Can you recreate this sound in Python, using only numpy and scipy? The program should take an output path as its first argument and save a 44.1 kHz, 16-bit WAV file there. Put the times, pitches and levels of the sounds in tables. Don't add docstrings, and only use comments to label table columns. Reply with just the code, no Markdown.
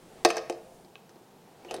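import sys
import numpy as np
from scipy import signal
from scipy.fft import rfft, irfft
from scipy.io import wavfile

SR = 44100
rng = np.random.default_rng(int(sys.argv[2]) if len(sys.argv) > 2 else 0)


def unload_wav(signal):
    wavfile.write(
        sys.argv[1],
        SR,
        np.round(np.clip(np.atleast_2d(signal).T, -1, 1) * 32767).astype(np.int16),
    )


N = 79380

# (time [s], body level [dB], body tilt [dB/octave],
# shell and crack level [dB], shell and crack tilt [dB/octave], favoured frequency [Hz])
CONTACTS = [(0.2492, 1, 7, -2, 0, 4380), (0.2519, -2.5, -4, -5, -2, 2330), (0.2883, -53, 0, -26, 3.5, 4500),
            (0.3007, -58, 14, -23, -1, 2290), (0.3038, -54, 13, -11.5, -2, 2590),
            (0.3115, -24, -1, -25, -7, 2400), (0.359, -24.5, 13, -30, -1.5, 5460),
            (0.3678, -17, 3, -22, 3, 5930), (0.37, -64, 7, -18, -4.5, 1680),
            (0.381, -23.5, 1, -20.5, -6.5, 5500), (0.4978, -9.5, -1.5, -21, 1, 2750),
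            (0.5255, -28.5, 6, -33.5, -3, 5000), (0.848, -38, -16, -47, 0, 4200),
            (1.093, -41.5, -12.5, -41, -0.5, 5300), (1.158, -38.5, -18.5, -44, -8, 4180),
            (1.648, -28.5, -5.5, -36.5, -2, 2260), (1.668, -29.5, -5, -57, -2, 3000),
            (1.7102, -18, 5, -22.5, 1, 2910), (1.7417, -19.5, 3.5, -22, 0.5, 8900),
            (1.7644, -36, -8, -31.5, 1, 3760), (1.783, -21, -9, -41, -8, 3730)]
# (frequency [Hz], level [dB], t60 [s], after-ring relative to the mode [dB])
BODY_MODES = [(190, -20, 0.061, -18), (270.5, -15, 0.057, -37.5), (346.9, -2.5, 0.18, -26.5),
              (444.5, -8, 0.21, -23), (528.6, -3.5, .15, -20), (623, -4, 0.083, -11), (665, -5, 0.043, -11),
              (696, -5.5, 0.053, -8.5), (764, 1.5, 0.028, -40), (843, -4, 0.04, -28)]
BODY_GAIN_DB, BODY_PIVOT_HZ = -16, 462


def undb(db):
    return 10 ** (np.asarray(db) / 20)


def on_log(hz, points):
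    table = np.array(points, float)
    return np.interp(np.log(hz), np.log(table[:, 0]), table[:, 1])


def curve(points):
    return undb(np.interp(np.arange(N) / SR, *np.array(points, float).T))


def bins():
    return np.maximum(np.arange(N // 2 + 1) * SR / N, 1)


def noise(db):
    x = irfft(rfft(rng.standard_normal(N)) * undb(db), N)
    return x / x.std()


def colour(x, db):
    cepstrum = irfft(np.log(undb(db)), N)
    cepstrum[1:N // 2] *= 2
    cepstrum[N // 2 + 1:] = 0
    return irfft(rfft(x) * np.exp(rfft(cepstrum)), N)


def fade(t, t60):
    return np.exp(-np.log(1000) * t / t60)


def delay(x, s):
    return np.concatenate([np.zeros(int(s * SR)), x, np.zeros(N)])[:N]


def ring(modes, t, gain_db=np.zeros_like, detune=0.0054):
    out = 0
    for k, (hz, db, t60, *_) in enumerate(modes):
        shifted_hz = hz * (1 + detune * rng.standard_normal())
        polarity = (-1) ** (k // 2)
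        out += polarity * undb(db + gain_db(hz)) * fade(t, t60) * np.sin(2 * np.pi * shifted_hz * t)
    return out


def waver(width_hz):
    offset_hz = np.fft.fftfreq(N, 1 / SR)
    white = rng.standard_normal(N) + 1j * rng.standard_normal(N)
    slow = np.fft.ifft(white * np.exp(-(offset_hz / width_hz) ** 2))
    return slow / slow.std()


def room_noise(air_db=-57):
    # (frequency [Hz], relative density [dB])
    air_colour = [(25, -28), (60, -21.5), (134, -1), (190, 2), (300, -6), (450, -2), (560, -10),
                  (800, -2.5), (1100, -14), (2000, -20.5), (4000, -22.5), (8400, -25.5), (16000, -29)]
    # (time [s], level [dB])
    hiss_levels = [(0, -62.5), (.15, -59.5), (.6, -63.5), (.73, -58.5), (.86, -64.5), (1.0, -94.5),
                   (1.8, -73)]
    # (frequency [Hz], relative density [dB])
    hiss_colour = [(500, 28), (2500, 5), (5000, 9), (10000, 12), (16000, -14)]
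    air = undb(air_db) * noise(on_log(bins(), air_colour))
    hiss = curve(hiss_levels) * noise(on_log(bins(), hiss_colour))
    return air + hiss


def kitchen(x, tail_db=-15.5, onset_s=0.003):
    # (delay [s], level [dB])
    echoes = [(.0031, -25), (.0081, -18.5), (0.0108, -16.5)]
    # (frequency [Hz], relative density [dB], t60 [s])
    bands = [(100, -21, .5), (333, 1.5, 0.26), (442, 2, .55), (660, -6.5, 1), (850, -13, 0.92),
             (1200, -1, .55), (2177, -4.5, 0.63), (4460, -4, 0.51), (8000, -7.5, 0.4),
             (14000, -10.5, 0.2365)]
    t, hz, tail = np.arange(N) / SR, bins(), 0
    spectrum = rfft(noise(on_log(hz, bands)))
    log_centres = np.log([band[0] for band in bands])
    for selector, (_, _, t60) in zip(np.eye(len(bands)), bands):
        band_share = np.interp(np.log(hz), log_centres, selector)
        tail += irfft(spectrum * band_share, N) * fade(t, t60)
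    tail *= 1 - np.exp(-(t / onset_s) ** 2)
    tail *= undb(tail_db) / np.sqrt(np.sum(tail ** 2))
    early = sum(undb(db) * delay(x, s) for s, db in echoes)
    return x + early + signal.fftconvolve(x, tail)[:N]


def hand_rub():
    # (time [s], level [dB])
    rub_levels = [(0, -59), (.2, -53.5), (.6, -69.5), (1.55, -60), (1.64, -54.5), (1.69, -51), (1.75, -44),
                  (1.8, -55.5)]
    # (frequency [Hz], relative density [dB])
    rub_colour = [(100, -13.5), (260, -4.5), (420, 0.5), (750, -4.5), (1400, -15), (3500, -20.5),
                  (8000, -30.5), (16000, -50)]
    return curve(rub_levels) * noise(on_log(bins(), rub_colour))


def finger_squeak(start_s=1.679, length_s=0.038, centre_hz=2850, half_width_hz=130, level_db=-48):
    progress = np.clip((np.arange(N) / SR - start_s) / length_s, 0, 1)
    resonance_db = -20 * np.log10(1 + ((bins() - centre_hz) / half_width_hz) ** 2)
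    return undb(level_db) * np.sin(np.pi * progress) * noise(resonance_db)


def wall_pop(start_s=0.9555, gain_db=-40):
    # (frequency [Hz], level [dB], t60 [s])
    pop_modes = [(456, -11.5, 0.082), (766, -8, 0.049), (1144, -7, 0.033), (1600, -15.5, 0.058),
                 (2550, 4, 0.012), (2840, -10, 0.0076), (3290, -3, 0.0078), (3780, -1.5, 0.0079),
                 (6200, -11, .006)]
    t = np.arange(SR // 10) / SR
    return undb(gain_db) * delay(ring(pop_modes, t), start_s)


def after_ring(t60_s=0.36, rise_s=0.035):
    t, out = np.arange(N) / SR, 0
    blow_energy = fade(t, t60_s) ** 2 * (1 - np.exp(-t / rise_s))
    for hz, mode_db, _, after_db in BODY_MODES:
        octaves = np.log2(hz / BODY_PIVOT_HZ)
        energy = sum(undb(body_db + tilt * octaves) ** 2 * delay(blow_energy, s)
                     for s, body_db, tilt, *_ in CONTACTS)
        tone = np.imag(waver(width_hz=9.5) * np.exp(2j * np.pi * hz * t))
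        out += undb(BODY_GAIN_DB + mode_db + after_db) * np.sqrt(energy) * tone
    return out


def contact_colour(hz, tilt, spot_hz, floor_hz=1990, pivot_hz=2980, spot_db=9, spot_octaves=0.26):
    hardness_db = tilt * np.log2(np.maximum(hz, floor_hz) / pivot_hz)
    return hardness_db + spot_db * np.exp(-(np.log2(hz / spot_hz) / spot_octaves) ** 2)


def bottle_knocks(body_rise_s=0.0011, shell_gain_db=-24):
    # (frequency [Hz], level [dB], t60 [s])
    shell_modes = [(1185, -10.5, 0.064), (1245, -6.5, 0.14), (1640, -12.5, .06), (1834, -4, 0.068),
                   (2417, -13, 0.048), (2540, -2.5, .035), (3080, -5.5, 0.0515), (3810, -3, .03),
                   (4220, -4.5, 0.031), (4557, -4, 0.037), (5355, -1, 0.031), (5535, -8.5, 0.035),
                   (6190, 1, 0.039), (8340, -7, 0.027)]
    # (frequency [Hz], relative density [dB])
    crack_spectrum = [(60, -36.5), (200, -7.5), (400, -0.5), (740, 4.5), (1050, 4), (2400, -0.5),
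                      (3100, -6), (4600, -1.5), (6900, -6.5), (8200, -6.5), (11500, -13.5), (16000, -30.5)]
    t, hz, out = np.arange(N) / SR, bins(), 0
    ring_t = t[:SR // 4]
    body_attack = 1 - np.exp(-ring_t / body_rise_s)
    crack_colour = on_log(hz, crack_spectrum)
    crack_colour -= 10 * np.log10(np.mean(undb(crack_colour) ** 2))
    burst = undb(-12) * fade(t, t60=0.0049) + undb(-18.5) * fade(t, t60=0.043)
    for s, body_db, body_tilt, shell_db, shell_tilt, spot_hz in CONTACTS:
        contact_db = lambda f: contact_colour(f, shell_tilt, spot_hz)
        body = body_attack * ring(BODY_MODES, ring_t, lambda f: body_tilt * np.log2(f / BODY_PIVOT_HZ))
        shell = undb(shell_gain_db) * ring(shell_modes, ring_t, contact_db)
        crack = colour(burst * rng.standard_normal(N), crack_colour + contact_db(hz))
        out += undb(BODY_GAIN_DB + body_db) * delay(body, s)
        out += undb(shell_db) * (delay(shell, s) + delay(crack, s))
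    return out


def scene():
    bottle = after_ring() + bottle_knocks()
    hand = wall_pop() + finger_squeak() + hand_rub()
    return (kitchen(bottle + hand) + room_noise())[None]


def record(dry):
    return signal.sosfilt(signal.ellip(8, .2, 70, 15900, fs=SR, output="sos"), dry)


dry = scene()
out = record(dry)
unload_wav(out)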